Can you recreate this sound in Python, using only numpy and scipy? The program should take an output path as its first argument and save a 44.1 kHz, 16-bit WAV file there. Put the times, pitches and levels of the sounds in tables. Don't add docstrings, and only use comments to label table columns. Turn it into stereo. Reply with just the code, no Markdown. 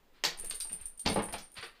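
import sys
import numpy as np
from scipy import signal
from scipy.fft import rfft, irfft, next_fast_len
from scipy.io import wavfile

SR = 44100
rng = np.random.default_rng(int(sys.argv[2]) if len(sys.argv) > 2 else 0)


def generate_wav(signal):
    frames = np.transpose(np.atleast_2d(signal))
    scaled = np.clip(frames, -1, 1) * 32767
    pcm = np.round(scaled).astype(np.int16)
    wavfile.write(sys.argv[1], SR, pcm)


N = 79380


def amp(db):
    return 10 ** (np.asarray(db) / 20)


def unit(x):
    return x / np.sqrt(np.mean(x ** 2) + 1e-20)


def unit_hit(x):
    return x * np.sqrt(SR / 100 / (np.sum(x ** 2) + 1e-20))


def clock():
    return np.arange(SR // 2) / SR


def fade(t, t60):
    return np.exp(-np.log(1000) * t / t60)


def attack(t, rise_s):
    return 1 - np.exp(-t / rise_s)


def along(points, hz):
    f, values = np.transpose(points)
    return np.interp(np.log(hz + 1), np.log(f + 1), values)


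def pan(db):
    return amp(np.array([[.5], [-.5]]) * db)


def add(track, s, x):
    part = track[..., round(s * SR):][..., :x.shape[-1]]
    part += x[..., :part.shape[-1]]


def filtered(x, response):
    n = x.shape[-1]
    size = 2 * next_fast_len(n // 2 + 4096)
    return irfft(rfft(x, size) * response(np.fft.rfftfreq(size, 1 / SR)), size)[..., :n]


def coloured(x, colour, tilt_db=0):
    def response(hz):
        octaves = np.log2(np.clip(hz, 150, 9000) / 1000)
        cepstrum = irfft(np.log(amp(along(colour, hz) + tilt_db * octaves)))
        half = len(cepstrum) // 2
        cepstrum[1:half] *= 2
        cepstrum[half + 1:] = 0
        return np.exp(rfft(cepstrum))
    return filtered(x, response)


def stereo(pair):
    # f/Hz, left-right likeness
    likeness = [(40, 1), (150, 0.76), (300, 0.75), (600, 0.32), (1200, 0.79), (3000, 0.03), (9000, 0)]
    def mid_side_gains(hz):
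        angle = np.arccos(along(likeness, hz)) / 2
        return np.array([np.cos(angle), np.sin(angle)])
    mid, side = filtered(pair, mid_side_gains)
    return np.array([mid + side, mid - side])


def puffs(t60, rise_s):
    t = clock()
    return rng.standard_normal((2, len(t))) * fade(t, t60) * attack(t, rise_s)


def contact(t60, colour, tilt_db=0, rise_s=.0001):
    return unit_hit(coloured(stereo(puffs(t60, rise_s)), colour, tilt_db))


def in_room(x, room_db):
    # f/Hz, T60/s
    decay_times = [(100, 0.35), (400, 0.26), (1000, 0.3), (2000, .26), (4500, .24), (7000, 0.2),
                   (13000, 0.2), (15500, 0.072)]
    # f/Hz, level/dB
    colour = [(60, -0.5), (125, -9.5), (185, 4), (255, -5), (330, 1), (480, 0), (900, -0.5), (2000, 0.5),
              (5000, -1), (9000, 2.5), (13500, 3.5), (15500, 5)]
    t = clock()
    hz, s, spectra = signal.stft(rng.standard_normal((2, len(t))), SR, nperseg=256)
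    t60 = along(decay_times, hz)[:, None]
    decay = fade(s, t60) + amp(-32) * fade(s, 2.64 * t60)
    _, wash = signal.istft(spectra * decay * amp(along(colour, hz))[:, None], SR, nperseg=256)
    tail = stereo(wash[:, :len(t)]) * attack(t, rise_s=.0021)
    tail /= np.sqrt(np.sum(tail ** 2) / 2)
    return x + amp(room_db) * signal.fftconvolve(np.atleast_2d(x), tail, axes=1)[:, :x.shape[-1]]


def room_air():
    # f/Hz, level/dB
    colour = [(30, 4.5), (110, -9), (250, -3.5), (450, -1.5), (1000, -9.5), (3000, -14), (6000, -21),
              (13000, -25), (16000, -10)]
    return amp(-65) * unit(stereo(coloured(rng.standard_normal((2, N)), colour)))


def handling_rumble():
    # t/s, level/dB
    swells = [(0, -59), (.07, -75), (.15, -64), (.31, -60.5), (.47, -49.5), (.62, -60.5), (.74, -60.5),
              (.82, -51.5), (.88, -56.5), (1.02, -66), (1.06, -49.5), (1.3, -56), (1.47, -68.5),
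              (1.8, -72.5)]
    # f/Hz, level/dB
    colour = [(5, -7.5), (12, 6.5), (25, -9.5), (50, -20.5), (100, -40), (300, -63), (900, -120)]
    rumble = unit(coloured(rng.standard_normal(N), colour))
    level_db = np.interp(np.arange(N) / SR, *np.transpose(swells)) + 2.5
    return amp(level_db) * rumble * pan(-6)


def scuffs():
    # t/s, level/dB, rise/s, T60/s
    slides = [(0.133, -58.5, 0.046, .25), (.375, -50, 0.022, 0.78), (.775, -54, 0.038, 0.23),
              (1.052, -42, .02, 0.041), (1.551, -50.5, 0.0089, 0.13), (1.565, -39, .012, 0.11),
              (1.6262, -38.5, 0.0012, 0.052), (1.74, -58.5, .03, 0.23)]
    # f/Hz, level/dB
    colour = [(50, -22), (150, -2.5), (450, 1.5), (800, 5), (1400, 9.5), (2300, 11), (3300, 9), (4600, 7.5),
              (6500, -11), (10000, -9), (15000, -28)]
    out, t = np.zeros((2, N)), clock()
    grain_times = t[::64]
    for s, db, rise_s, t60 in slides:
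        swell = puffs(t60, rise_s)
        grain_db = np.interp(t, grain_times, rng.normal(0, 2, len(grain_times)))
        scuff = unit_hit(coloured(stereo(swell * amp(grain_db)), colour))
        add(out, s, amp(db) * in_room(scuff, room_db=3.5))
    return out


def ball():
    # t/s, level/dB, tilt/(dB per octave), reverb/dB, ping f/Hz, ping over crack/dB
    bounces = [(.2381, -25.5, -1, 2, 5400, -5), (0.249, -28.5, -2.5, 2.5, 2830, -29),
               (0.2509, -30, 2.5, -1, 4170, 2), (0.2593, -40.5, -2.5, -3, 6140, 7.5),
               (.446, -55, -2, -1, 4380, -11), (0.5096, -36.5, -0.5, 0.5, 4030, -7),
               (0.6062, -40, 1.5, 0, 4540, 0.5), (0.6963, -54, -3, 4, 2400, -2),
               (.728, -57, -3.5, 9, 3100, -28), (.993, -57, 8, 5.5, 4400, -2),
               (1.3266, -42, -6, 4, 4700, -10), (1.3829, -44.5, 3.5, 4.5, 6400, -13)]
    # f/Hz, level/dB
    colour = [(60, -41), (120, -22), (175, -17), (245, -12), (340, -6.5), (800, -4), (1150, -4), (1800, -1),
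              (2800, 1), (4500, 4.5), (6500, -2.5), (8500, -9), (11000, -18), (13300, -12.5), (16000, -12)]
    out, t60 = np.zeros((2, N)), .02
    for s, db, tilt_db, room_db, ping_hz, ping_db in bounces:
        ping_peak = [(ping_hz * 2 ** (.32 * k), -8 * abs(k) ** 1.4) for k in range(-4, 5)]
        crack = contact(t60, colour, tilt_db)
        ping = amp(ping_db) * contact(t60, ping_peak)
        add(out, s, amp(db) * in_room(crack + ping, room_db))
    return out


def dull_knocks():
    # t/s, level/dB, f/Hz, T60/s
    knocks = [(.257, -46.5, 350, 0.13), (.266, -52, 164, 0.11), (.272, -45.5, 479, 0.1),
              (.41, -57, 404, 0.066), (0.436, -55.5, 487, 0.064), (.535, -56.5, 436, 0.064),
              (0.649, -64, 907, .08), (0.706, -56.5, 230, 0.092), (.735, -54.5, 174, 0.13),
              (.812, -52.5, 54.4, 0.088), (1.345, -45, 510, 0.06), (1.35, -52, 203, 0.054),
              (1.585, -54.5, 110, 0.034), (1.632, -50, 460.5, 0.15), (1.64, -55, 360, 0.094)]
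    out, t = np.zeros((2, N)), clock()
    for s, db, hz, t60 in knocks:
        note = np.sin(2 * np.pi * hz * t) * fade(t, t60) * attack(t, rise_s=.0027)
        add(out, s, amp(db) * in_room(unit_hit(note), room_db=-6.5))
    return out


def bell_strike(upper_db, rattle_s):
    # f/Hz, level/dB, T60/s
    modes = [(8798, 1.5, 0.07), (9390, 0, 0.025), (13400, -23, .01)]
    # f/Hz, level/dB
    chatter_colour = [(500, -39), (6000, -29), (7900, -27.5), (8600, -3.5), (9550, -6), (10300, -14),
                      (12000, -24), (13100, -19), (14200, -34), (16000, -39)]
    rebounds_per_s, scatter_hz = 190, 70
    t = clock()
    rebounds = rng.random(len(t)) < rebounds_per_s / SR
    hits = rebounds * rng.standard_normal(len(t)) * amp(-5) * fade(t, rattle_s)
    hits[0] = 1
    ring = np.zeros(len(t))
    for k, (hz, db, t60) in enumerate(modes):
        gain = amp(db + upper_db * (k == 1)) / np.sqrt(t60)
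        ring += gain * np.sin(2 * np.pi * rng.normal(hz, scatter_hz) * t) * fade(t, t60)
    ring *= 1 - fade(t, .0034)
    rattle = unit_hit(signal.fftconvolve(hits, ring)[:len(t)])
    return rattle + amp(-4) * contact(.07, chatter_colour)


def collar_bell():
    # t/s, ring/dB, lift of the pair's upper mode/dB, tick/dB, rattle T60/s
    strikes = [(0.374, -55, -3, -48, 0.093), (0.3871, -49.5, -4, -42, 0.043), (.3967, -40, 5, -36, 0.23),
               (0.4448, -42.5, 1, -37.5, 0.11), (.459, -42, 1, -43, 0.056), (0.469, -48.5, -20, -53, .05),
               (0.4975, -33, -23, -38, 0.0083), (.5445, -43, -4, -44, 0.049), (0.552, -38.5, 4, -38, 0.073),
               (0.6009, -37.5, -6, -33, 0.032), (.612, -38, -16, -43, 0.024),
               (0.6204, -34.5, -31, -54, .04), (0.6452, -41, -6, -59, .05), (0.671, -43.5, -8, -53, 0.059),
               (.692, -45.5, 0, -54, .05), (0.7201, -41, -10, -49, 0.054), (.729, -35, 5, -44, 0.072),
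               (0.739, -46, -29, -62, 0.059), (0.8114, -43.5, -16, -46, 0.063), (0.856, -36, 6, -53, 0.024),
               (.866, -48, -9, -44, 0.035), (0.975, -51.5, -3, -53, 0.055),
               (0.9949, -38.5, -25, -42.5, 0.22), (1.0118, -46.5, 3, -57, 0.023),
               (1.0857, -43.5, -10, -39, 0.16), (1.0982, -37.5, 2, -40, 0.31),
               (1.129, -39.5, -5, -36.5, 0.14), (1.143, -37, 6, -43, 0.041), (1.2216, -53, -4, -41, .02),
               (1.23, -41.5, 0, -47, 0.15), (1.2386, -38.5, -2, -46, 0.16), (1.256, -45, 18, -45, 0.072),
               (1.2937, -46, 16, -54, 0.2), (1.325, -60.5, 22, -36.5, .07), (1.331, -39, 1, -43, 0.059),
               (1.4189, -54.5, 10.5, -56, 0.087), (1.4315, -51, -2, -56, 0.26),
               (1.5174, -58, 5, -52.5, 0.14), (1.5419, -58, 7, -49.5, .08), (1.5721, -57, 10, -66, 0.11),
               (1.6105, -54, -3, -64, 0.089), (1.6409, -56, 3, -59, .08), (1.664, -68, 5, -50, 0.043)]
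    # f/Hz, level/dB
    tick_colour = [(500, -25), (4000, -16), (6600, -13.5), (8000, -11), (9000, 5), (9900, 1), (11000, -5),
                   (12000, -14), (13100, -5), (14800, -17), (16000, -1)]
    out = np.zeros((2, N))
    for s, db, upper_db, tick_db, rattle_s in strikes:
        jingle = amp(db) * bell_strike(upper_db, rattle_s)
        tick = amp(tick_db) * contact(.022, tick_colour, rise_s=.00094)
        add(out, s, in_room(jingle + tick, room_db=-2.5))
    out[0] = np.roll(out[0], shift=1)
    return out * pan(-2)


def floorboards(tilt_db):
    # f/Hz, bandwidth/Hz, level/dB
    modes = [(89, 18, -8.5), (177.4, 39, -2), (206.8, 11.5, 4), (297.3, 15.5, 5), (360, 16, -6.5),
             (445.4, 17, 5.5), (510, 30, -7), (600, 100, -1), (606, 46, -7), (688.4, 12.7, 3.5),
             (833, 88, 8), (860, 34, 8.5)]
    t = clock()
    ring = np.zeros(len(t))
    for hz, width, db in modes:
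        gain = amp(rng.normal(db, .79)) * np.sqrt(width) * (hz / 400) ** (tilt_db / 6)
        ring += gain * np.exp(-np.pi * width * t) * np.sin(2 * np.pi * (hz * t + rng.random()))
    return unit_hit(ring * attack(t, rise_s=.002))


def paws():
    # t/s, thump/dB, claw/dB, thump tilt/(dB per octave), weight/dB
    landings = [(0.389, -57, -68, 0, -82), (0.433, -52, -69.5, -4.5, -70), (.648, -55, -71, 4.5, -57),
                (0.714, -56.5, -58, -1.5, -74), (1.0595, -27, -25, -2.5, -41),
                (1.0726, -28.5, -26.5, -1.5, -48), (1.098, -32.5, -63, -6, -53),
                (1.1588, -24.5, -46, -1.5, -46), (1.170, -29.5, -52, -2, -61),
                (1.187, -30.5, -49.5, 3, -38), (1.284, -44.5, -54, 2.5, -46),
                (1.3366, -37.5, -40.5, 6.5, -57)]
    # f/Hz, level/dB
    pad_colour = [(40, -11), (90, -3.5), (135, -11), (195, 4.5), (255, -7.5), (310, -0.5), (450, 1),
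                  (850, 1), (1100, -6.5), (1500, -8), (2100, -10.5), (4000, -21.5), (9000, -74)]
    # f/Hz, level/dB
    claw_colour = [(100, 6), (500, -10), (1200, -12), (2600, 2), (3400, -2), (4800, 3), (6500, -11.5),
                   (8500, -22.5), (14000, -32)]
    joist_hz, load_s = 51.2, .0046
    out, t = np.zeros((2, N)), clock()
    joist = np.sin(2 * np.pi * joist_hz * t) * fade(t, t60=.16)
    for s, db, claw_db, tilt_db, weight_db in landings:
        boards = amp(-4) * floorboards(tilt_db)
        pad = in_room(contact(.046, pad_colour, tilt_db, rise_s=load_s), room_db=1)
        claw = in_room(contact(.025, claw_colour, rise_s=load_s), room_db=0)
        add(out, s, amp(db) * (pad + boards) + amp(claw_db) * claw + amp(weight_db) * joist)
    return out


def scene():
    notch_hz, width_hz, notch_db = 249, 23.7, -5.5
    chase = ball() + paws() + dull_knocks() + scuffs() + collar_bell()
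    chase = filtered(chase, lambda hz: amp(notch_db * np.exp(-((hz - notch_hz) / width_hz) ** 2)))
    return chase + room_air() + handling_rumble()


def record(dry):
    # f/Hz, left over right/dB
    balance = [(40, -6.5), (90, 6.5), (250, 3), (600, 2.5), (1300, 4.5), (2800, 6.5), (5000, 9),
               (6500, -8.5), (9000, -1), (15000, 1)]
    top_hz = 15200
    return filtered(dry, lambda hz: pan(along(balance, hz)) / (1 + (hz / top_hz) ** 120))


dry = scene()
out = record(dry)
generate_wav(out)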